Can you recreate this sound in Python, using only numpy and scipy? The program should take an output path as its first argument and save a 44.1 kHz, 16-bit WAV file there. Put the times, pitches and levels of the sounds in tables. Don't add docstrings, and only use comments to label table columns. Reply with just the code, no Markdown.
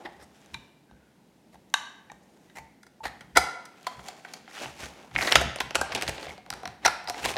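import sys
import numpy as np
from scipy import signal
from scipy.fft import rfft, irfft, next_fast_len
from scipy.io import wavfile
from scipy.ndimage import uniform_filter1d, map_coordinates

SR = 44100
rng = np.random.default_rng(int(sys.argv[2]) if len(sys.argv) > 2 else 0)


def digitize_waveform(pressure):
    field = np.atleast_2d(pressure).T
    bounded = np.clip(field, -1, 1)
    quanta = np.round(bounded * 32767).astype(np.int16)
    wavfile.write(sys.argv[1], SR, quanta)


def invert_db(x):
    u = np.asarray(x, float) / 20
    return 10 ** u


N = 325017


def unit(x):
    return x / np.sqrt(np.mean(x ** 2) + 1e-20)


def along(points, hz):
    f, v = np.transpose(points)
    return np.interp(np.log(hz + 1), np.log(f + 1), v)


def wobble(rate):
    knots = rng.standard_normal(int(N * rate / SR) + 4)
    return map_coordinates(knots, [np.arange(N) * rate / SR])


def filtered(x, response):
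    m = next_fast_len(len(x) + 8192)
    return irfft(rfft(x, m) * response(np.fft.rfftfreq(m, 1 / SR)), m)[:len(x)]


def resonances(modes, f):
    total = 0
    for k, (centre, width, db) in enumerate(modes):
        damping = 1j * f * width
        total = total + (-1) ** k * invert_db(db) * damping / (centre ** 2 - f * f + damping + 1e-9)
    return total


def band(lo_hz, hi_hz):
    def response(f):
        rise = -f * f / (lo_hz ** 2 - f * f + 1.4j * f * lo_hz)
        fall = hi_hz ** 2 / (hi_hz ** 2 - f * f + 1.4j * f * hi_hz)
        return (rise * fall) ** 2
    return response


def lumps(t, depth_db):
    jumps = np.clip(rng.standard_normal(len(t) // 64), -1.5, 1.5)
    return invert_db(depth_db * jumps).repeat(64)


def blow(t, t60):
    return (1 - np.exp(-t / .0003)) * (invert_db(-60 * t / t60) + .6 * invert_db(-60 * t / .006))


def crunch(t, t60):
    return blow(t, t60) * lumps(t, depth_db=5) ** (t / (t + .004))


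def skid(t, length):
    swell = np.sin(np.pi * np.clip(t / length, 0, 1)).clip(0) ** 0.54
    return swell * lumps(t, depth_db=3.5)


def rattling(rows, t60, halving_db):
    return [(*row, t60 * 2 ** (row[1] / halving_db)) for row in rows]


def rung(rows):
    return [(*row, 2500, length) for *row, length in rows]


def contacts(rows, body, shape, between_db, ring_db, loose):
    out, t = np.zeros(N + SR), np.arange(8192) / SR
    f = np.fft.rfftfreq(len(t), 1 / SR)
    registers = np.array([band(250, 1000)(f), band(1000, 4000)(f), band(4000, 11000)(f)])
    for s, db, dull_db, bright_db, hz, life in rows:
        force = shape(t, np.clip(life, .003, .17))
        burst = rfft(force * rng.standard_normal(len(t)))
        for _ in range(4):
            burst = rfft(force ** 0.26 * irfft(burst / np.abs(burst)))
        grip = loose * rng.standard_normal((len(body), 2))
        modes = [(c * (1 + d), max(w, c / 45), level + 40 * e) for (c, w, level), (d, e) in zip(body, grip)]
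        modes.append((hz, hz * .06, ring_db))
        colour = invert_db(10 * loose ** .5 * map_coordinates(rng.standard_normal(40), [f / 700]))
        response = resonances(modes, f) + invert_db(between_db)
        parts = irfft(burst * colour * registers * response)
        parts *= t < .18
        peaks = invert_db(db - 1.5 + np.array([[dull_db], [0], [bright_db]]))
        parts *= peaks / np.abs(parts).max(axis=1, keepdims=True)
        out[round(s * SR):][:len(t)] += parts.sum(axis=0)
    return out[:N]


# (time [s], peak [dB], dull part [dB], bright part [dB], ring [Hz])
SLICE_TAPS = [(5.1516, -22, -5.5, -61, 2110), (5.3168, -12, -9, -15, 2480), (5.3218, -1.5, -13, -7.5, 2750),
              (5.359, -11, -4, -12.5, 2300), (5.3546, 1, -7.5, -5.5, 1312), (5.4124, -28, 12.5, 5, 692),
              (5.5593, -21, -6, -4.5, 3900), (5.5852, -27, -3, -38.5, 3000),
              (5.6028, -15, -8.5, -4.5, 2900), (5.6057, -18, 0, -18, 1050), (5.6158, -32, 4, -2, 960),
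              (5.7071, -22.5, -6, -10, 2580), (5.7532, -8.5, -3.5, -0.5, 1430), (5.761, -23.5, 4, -8, 3400),
              (5.8124, -17, 5, 0.5, 1550), (5.92, -22, -5, -10, 1190), (5.9265, -25, -16, -11, 2100),
              (5.975, -29, -5, -12, 2400), (6.0033, -32, -8, -12, 2400), (6.0115, -22, -12, -5, 2500),
              (6.0305, -24, 0, -5.5, 2300), (6.039, -32, -2, -17, 800), (6.066, -31, -4, -3.5, 2580),
              (5.9487, -15, -12, -1.5, 890), (6.022, -14.5, -13, -1.5, 740),
              (6.0775, -17, -12.5, -4.5, 2300), (6.0927, -20, -13, -0.5, 920),
              (6.1802, -26.5, -3, -40, 896), (6.2281, -24.5, -6.5, -12.5, 1390),
              (6.2667, -31, 2.5, -33, 740), (6.2922, -32.5, -4, -6, 4740), (6.378, -36.5, -0.5, -8, 4560),
              (5.223, -18, -3, -10, 2900), (5.2481, -22, -9, -8, 1910), (5.2725, -12.5, -5, -10, 1860),
              (5.382, -23, -6, -6, 2300)]
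# (centre [Hz], width [Hz], level [dB])
RAMP = [(645, 320, -4), (1400, 630, 8), (2635, 1470, 5), (4390, 1600, 16), (5530, 6600, 9.5)]


def slicing_taps():
    rows = rattling(SLICE_TAPS, t60=.057, halving_db=30.5)
    return contacts(rows, RAMP, crunch, between_db=-4, ring_db=11.5, loose=.05)


# (time [s], peak [dB], dull part [dB], bright part [dB], length [s])
BITES = [
    (5.7465, -17.5, -4, -7, 0.0048),
    (5.772, -34, 5.5, -15.5, 0.029),
    (5.953, -20, -6, -7, 0.012),
    (6.08, -23, -1, -3, 0.02),
    (7.24, -14.5, -5.5, -5, 0.029),
    (7.266, -21, -10, -5, 0.05),
]


def bites():
    return contacts(rung(BITES), RAMP, skid, between_db=0, ring_db=-40, loose=.05)


# (middle [s], length [s], rasp [dB], hiss over rasp [dB], drag over rasp [dB])
STROKES = [(0.05, 0.41, -57.5, -7.5, 9.5), (0.468, 0.35, -58.5, -3.5, 0.5), (2.415, 0.65, -67.5, 0.5, 5.5),
           (3.75, 0.72, -62, -8, -2), (4.02, 0.4, -51.5, -2.5, 3), (4.31, 0.32, -53.5, -6, 2),
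           (4.616, 0.21, -37, -5, -3), (4.835, 0.12, -36.5, -4.5, -6), (5.004, 0.24, -51, -6, 4.5),
           (5.223, 0.15, -37.5, -4.5, -14), (5.31, 0.23, -35.5, -2, 5), (5.445, 0.12, -57, -5, 16),
           (5.95, 0.38, -41, -24, 2.5), (6.222, 0.27, -43, -6.5, 0), (6.608, 0.29, -52.5, -10, 7.5),
           (6.852, 0.053, -39.5, -10, 2), (7.254, 0.23, -34.5, -5, -1)]
# (frequency [Hz], density [dB per Hz])
HISS = [(2060, -31), (3500, -7.5), (5870, -5), (6800, -6), (7630, -9.5), (14300, -17.5), (16100, -18)]


def grit(spiky_db):
    jumps = np.clip(rng.standard_normal(N // 40 + 1), -2, 2)
    sizes = invert_db(spiky_db * jumps).repeat(40)[:N]
    return unit(sizes * rng.standard_normal(N))


def rasp():
    time = np.arange(N) / SR
    levels = np.zeros((3, N))
    for s, length, db, hiss_db, drag_db in STROKES:
        edge_loss_db = 12 * np.abs(2 * (time - s) / length) ** 2.33
        levels += invert_db(db - 5.0 - edge_loss_db) * invert_db(np.array([[0], [hiss_db], [drag_db]]))
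    judder = 2.3 * wobble(60) + 1.2 * wobble(14)
    fibres = grit(spiky_db=4.5)

    def mid_response(f):
        return (resonances([(1550, 77, -7.0), (2300, 160, 8.5)], f) + invert_db(2.0)) * band(1000, 4000)(f)

    def high_response(f):
        return invert_db(along(HISS, f)) * band(3500, 18000)(f)

    def low_response(f):
        return (resonances([(810, 75, 0.0057)], f) + invert_db(-2)) * band(200, 1000)(f)

    mid = filtered(fibres, mid_response)
    high = filtered(fibres, high_response)
    low = filtered(grit(spiky_db=4.5), low_response)
    out = np.zeros(N)
    for level, x in zip(levels, (mid, high, low)):
        out += level * unit(invert_db(judder + 1.52 * wobble(30)) * x)
    return out


# (time [s], peak [dB], dull part [dB], bright part [dB], length [s])
SLIPS = [(0.038, -35, 6, -13.5, 0.0425), (0.048, -33, -5, -19, 0.02), (0.189, -43, -15, -4.5, 0.054),
         (0.214, -47, -11, 1.5, 0.037), (0.5327, -34.5, -8, -4, 0.022), (1.52, -48.5, 2.5, -4, 0.042),
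         (2.5507, -31, -2, -5.5, 0.051), (3.0313, -21, -2, -10, 0.056), (5.164, -26, -2, -29, 0.0081),
         (5.178, -33, 9, 7, 0.017), (5.2, -20.5, -8.5, -3, 0.046), (5.243, -25.5, -1, -1, 0.02),
         (5.27, -16.5, -11.5, -7, 0.03), (5.327, -23, -24, -11, 0.067), (5.9195, -31, -2, -6, 0.025)]
# (centre [Hz], width [Hz], level [dB])
SKID = [(800, 170, -0.5), (1950, 250, 3), (3900, 1100, -13.5), (5410, 670, -4.5)]


def root_slips():
    return contacts(rung(SLIPS), SKID, skid, between_db=-14, ring_db=-23, loose=.04)


# (time [s], peak [dB], dull part [dB], bright part [dB], ring [Hz])
GUARD_TAPS = [
    (0.4594, -49.5, -12, 6.5, 584),
    (0.5432, -26.5, -16, -5, 2400),
    (0.9108, -49.5, 6.5, -9, 930),
    (1.5546, -50, 7, -15, 740),
    (1.7, -68, 6, 19, 800),
    (1.739, -5, -16.5, -6, 1750),
    (2.0992, -44, -7, -23, 810),
    (2.1166, -40.5, 8.5, 4, 900),
    (2.498, -44, -25, -21, 2540),
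]
# (centre [Hz], width [Hz], level [dB])
GUARD = [(645, 150, -16.5), (880, 160, 0.5), (1170, 110, -5.5), (1583, 75, 1.5), (2040, 90, -14.5),
         (2650, 130, -7.5), (3000, 140, -8), (3790, 85, 4.5), (4400, 150, -10), (5720, 400, -2.5),
         (6530, 200, -4), (7250, 140, -2.5), (8290, 170, -12.5), (9270, 200, -5.5)]


def guard_taps():
    rows = rattling(GUARD_TAPS, t60=.027, halving_db=12.6)
    return contacts(rows, GUARD, blow, between_db=-19, ring_db=-12, loose=.004)


# (time [s], peak [dB], dull part [dB], bright part [dB], ring [Hz])
PRESS_TAPS = [
    (2.8303, -39.5, -12, -5.5, 1760),
    (2.8654, -43.5, -3.5, -2, 1850),
    (3.2076, -32.5, -9, -5.5, 3200),
    (3.3674, -8, -3.5, -13.5, 740),
    (3.3704, -2, -6, -1.5, 1330),
    (3.6532, -41, -16, 5.5, 1400),
]
# (centre [Hz], width [Hz], level [dB])
PRESSED = [(383, 230, -12.5), (560, 180, -6.5), (749, 62, -0.5), (990, 160, -4), (1278, 110, -5),
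           (1420, 93, 4.5), (2013, 180, -2), (2235, 66, -0.5), (2820, 720, -26), (3423, 66, -3.5),
           (3990, 165, -9.5), (4910, 200, -4), (5930, 340, -12), (8600, 1400, -11.5)]


def press_taps():
    rows = rattling(PRESS_TAPS, t60=.062, halving_db=400)
    return contacts(rows, PRESSED, blow, between_db=-20, ring_db=-3, loose=.004)


# (time [s], peak [dB], dull part [dB], bright part [dB], length [s])
PRESS_SLIPS = [
    (3.3515, -12, -2.5, -10.5, 0.038),
]


def press_slips():
    return contacts(rung(PRESS_SLIPS), PRESSED, skid, between_db=-20, ring_db=-40, loose=0)


# (time [s], peak [dB], dull part [dB], bright part [dB], ring [Hz])
GRIP_TAPS = [(3.8287, -52, -7, 9, 687), (3.8671, -19.5, -2.5, -5, 987), (3.9923, -34.5, -2.5, -18, 950),
             (4.0836, -30, -0.5, 4.5, 740), (4.2482, -33, -3, -10, 1930), (4.336, -33.5, -1, 8, 2300),
             (4.3994, -48, -1, -19, 800), (4.4767, -35, -8.5, -17, 760), (4.5106, -37.5, -15, -8, 1920),
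             (4.576, -37, -2, -15, 790), (4.6573, -31, 4.5, -9.5, 870), (4.8319, -32, -15, -5, 2480),
             (4.8564, -47, -5, 14, 595), (4.9671, -54, 6, -3, 825), (5.0399, -58, -11, -15, 785),
             (5.1118, -40, -3, -9, 810)]
# (centre [Hz], width [Hz], level [dB])
GRIPPED = [(740, 74, 6.5), (1400, 240, 7.5), (2100, 300, 5), (3260, 150, 5), (4380, 410, -1.5),
           (7350, 360, -5.5)]


def grip_taps():
    rows = rattling(GRIP_TAPS, t60=.064, halving_db=43)
    return contacts(rows, GRIPPED, blow, between_db=-15.5, ring_db=11.0, loose=.015)


# (time [s], peak [dB], dull part [dB], bright part [dB], ring [Hz])
RESET_TAPS = [(6.4622, -39, -2, -5.5, 690), (6.5026, -21.5, -28, 2, 854), (6.5261, -29.5, -2, -20, 1340),
              (6.5364, -27.5, -16, 0, 850), (6.6323, -35, 6.5, -6, 790), (6.6548, -22, -6.5, -11, 750),
              (6.6752, -25, -9, -1.5, 710), (6.8508, -17, -4, -8, 2020), (6.8612, -5.5, -7.5, -9, 1150),
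              (6.8785, -15, -1.5, -4, 1400), (7.0424, -48, 6, 9, 800), (7.0738, -25, -31, -9, 690),
              (7.0974, -19.5, -3, 2.5, 755), (7.104, -33.5, 5, 1, 785), (7.1432, -28, -3, -18.5, 2020),
              (7.1964, -36, -2, -15, 1420), (7.2508, -22, -1, 4, 980), (7.2572, -16.5, -4, 0.5, 1060),
              (7.29, -24, -9, -8, 3300), (7.3032, -26, -6, 2.5, 1220), (7.3145, -29, -3, 4, 1710),
              (7.366, -15.5, -3.5, -21, 746), (7.3386, -26, -15, -7, 2520), (7.358, -30, 7, -25, 795)]
# (centre [Hz], width [Hz], level [dB])
FRAME = [(737, 79, 5.5), (987, 145, 0.5), (1165, 95, -3.5), (1400, 195, 0), (1977, 540, -8),
         (2900, 170, -6.5), (4024, 330, -5.5), (5600, 480, 0.5), (8930, 1500, -24)]


def reset_taps():
    rows = rattling(RESET_TAPS, t60=.017, halving_db=130)
    return contacts(rows, FRAME, blow, between_db=-11, ring_db=8, loose=.015)


# (time [s], peak [dB], dull part [dB], bright part [dB], length [s])
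FRAME_SLIPS = [
    (6.847, -6, -3.5, -5.5, 0.022),
    (6.869, -14.5, -2.5, -15.5, 0.019),
    (7.0735, -26.5, 1, -0.5, 0.024),
]


def frame_slips():
    return contacts(rung(FRAME_SLIPS), FRAME, skid, between_db=-15, ring_db=-40, loose=0)


# (time [s], peak [dB], ring [Hz], length [s])
DRAGS = [
    (.85, -56, 1550, 0.2),
    (.95, -56.5, 1463, 0.35),
    (1.04, -61.5, 1550, 0.088),
    (2.47, -50.5, 1950, 0.059),
]


def finger_drags():
    dull_db, bright_db = -15, -22
    rows = [(s, db, dull_db, bright_db, hz, length) for s, db, hz, length in DRAGS]
    return contacts(rows, [], skid, between_db=-22, ring_db=0, loose=0)


# (time [s], peak [dB], pitch [Hz], t60 [s])
PIPS = [(.052, -40, 788, 0.2), (.05, -34, 343, 0.089), (3.977, -38, 150, 0.054),
        (0.059, -34.5, 1950, 0.045), (0.543, -32.5, 2365, 0.062), (0.542, -32, 2980, 0.015),
        (.546, -41, 900, 0.13), (2.575, -45, 895, 0.35), (0.543, -32.5, 3650, 0.034),
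        (0.543, -30, 3940, 0.034), (2.099, -40, 1850, 0.043), (2.099, -41, 2300, 0.026),
        (4.249, -35, 1550, 0.03), (4.249, -39, 2200, 0.03), (5.1652, -7, 2140, 0.005),
        (5.785, -28, 800, 0.049), (5.83, -28, 784, 0.1), (6.283, -29, 2150, 0.013),
        (6.503, -23, 4870, 0.014), (6.527, -31, 4800, .012), (6.655, -30, 5600, .012),
        (4.658, -31, 2700, .015), (4.577, -40, 2000, .012), (7.075, -26, 4960, 0.012),
        (7.089, -26, 4930, 0.017), (7.242, -23.5, 2700, 0.023), (2.099, -41.5, 840, 0.099),
        (3.005, -35, 886, 0.095), (3.868, -31, 1010, 0.16), (3.867, -40, 3190, 0.1),
        (5.162, 5, 2160, 0.0032), (5.188, -1.5, 2120, 0.0041), (5.2102, 0, 2100, 0.0028),
        (5.815, -19.5, 1596, 0.045), (6.307, -30, 2180, 0.024), (6.38, -40, 743, 0.1),
        (6.862, -3, 5850, 0.0085)]


def pips():
    out, t = np.zeros(N + SR), np.arange(SR // 8) / SR
    for s, db, hz, t60 in PIPS:
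        envelope = invert_db(db - 60 * t / t60) * (1 - np.exp(-t * hz))
        out[round(s * SR):][:len(t)] += envelope * np.sin(2 * np.pi * hz * t)
    return out[:N]


# (time [s], level [dB])
JOLTS = [(.06, -61), (.22, -57), (0.549, -49), (.94, -55.5), (1.56, -64), (2.13, -64), (2.611, -53.5),
         (3.069, -47.5), (3.24, -56), (3.385, -37), (3.991, -51.5), (4.67, -47.5), (4.84, -44),
         (5.171, -36), (5.379, -29.5), (5.46, -34.5), (5.65, -44), (5.8, -39.5), (5.95, -43.5),
         (6.089, -38), (6.29, -48), (6.53, -49), (6.68, -48), (6.87, -46), (7.1, -53.5), (7.26, -40.5),
         (7.36, -50)]
# (centre [Hz], width [Hz], level [dB])
COUNTER = [(67.3, 11.5, -2.5), (130.6, 15.6, -4.5), (236, 230, -13)]


def rocking():
    time = np.arange(N) / SR
    rise_s, fall_s = .14, .28
    swing = np.full(N, invert_db(-76))
    for s, db in JOLTS:
        swing += invert_db(db - 60 * np.maximum((s - time) / rise_s, (time - s) / fall_s))
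    shake = filtered(rng.standard_normal(N), lambda f: resonances(COUNTER, f) * band(38, 250)(f))
    steady = shake / np.sqrt(np.abs(uniform_filter1d(shake ** 2, size=SR // 30)) + 1e-12)
    return swing * unit(steady)


# (frequency [Hz], t60 [s])
KITCHEN = [(100, 0.32), (500, 0.7), (2000, 0.69), (5000, 0.55), (10000, 0.4), (16000, 0.24)]


def kitchen(x):
    out, step = np.zeros(N + 2 * SR), SR // 3
    for start in range(0, N, step):
        hz, t, z = signal.stft(rng.standard_normal(SR * 3 // 4), SR, nperseg=256)
        t60 = np.maximum(along(KITCHEN, hz), .05)[:, None]
        tail = signal.istft(z * invert_db(-60 * t / t60), SR, nperseg=256)[1]
        wet = signal.fftconvolve(x[start:start + step], tail / np.linalg.norm(tail))
        out[start + 250:][:len(wet)] += wet
    return out[:N]


# (frequency [Hz], density [dB per Hz])
AIR = [(25, -26.5), (100, -1.5), (190, 12), (452, 2), (890, -2.5), (1140, -11), (2000, -11), (16100, -24.5)]


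def air():
    hum = filtered(rng.standard_normal(N), lambda f: invert_db(along(AIR, f)))
    return invert_db(-59.5 + wobble(3.46)) * unit(hum)


def scene():
    slicer = slicing_taps() + bites() + rasp() + root_slips()
    slicer += guard_taps() + press_taps() + press_slips() + grip_taps()
    slicer += reset_taps() + frame_slips() + finger_drags()
    plucked = pips()
    walls = kitchen(slicer + filtered(plucked, band(200, 4500)))
    return (slicer + plucked + invert_db(-11.5) * walls + rocking() + air())[None]


def band_limit(x):
    return signal.sosfilt(signal.butter(12, 16260, fs=SR, output="sos"), x)


def record(dry):
    heard = filtered(dry[0], lambda f: 1 / (1 + (f / 14500) ** 6) ** .5)[None]
    mix = heard / (1 + np.abs(heard) ** 8) ** (1 / 8)
    return band_limit(mix)


dry = scene()
out = record(dry)
digitize_waveform(out)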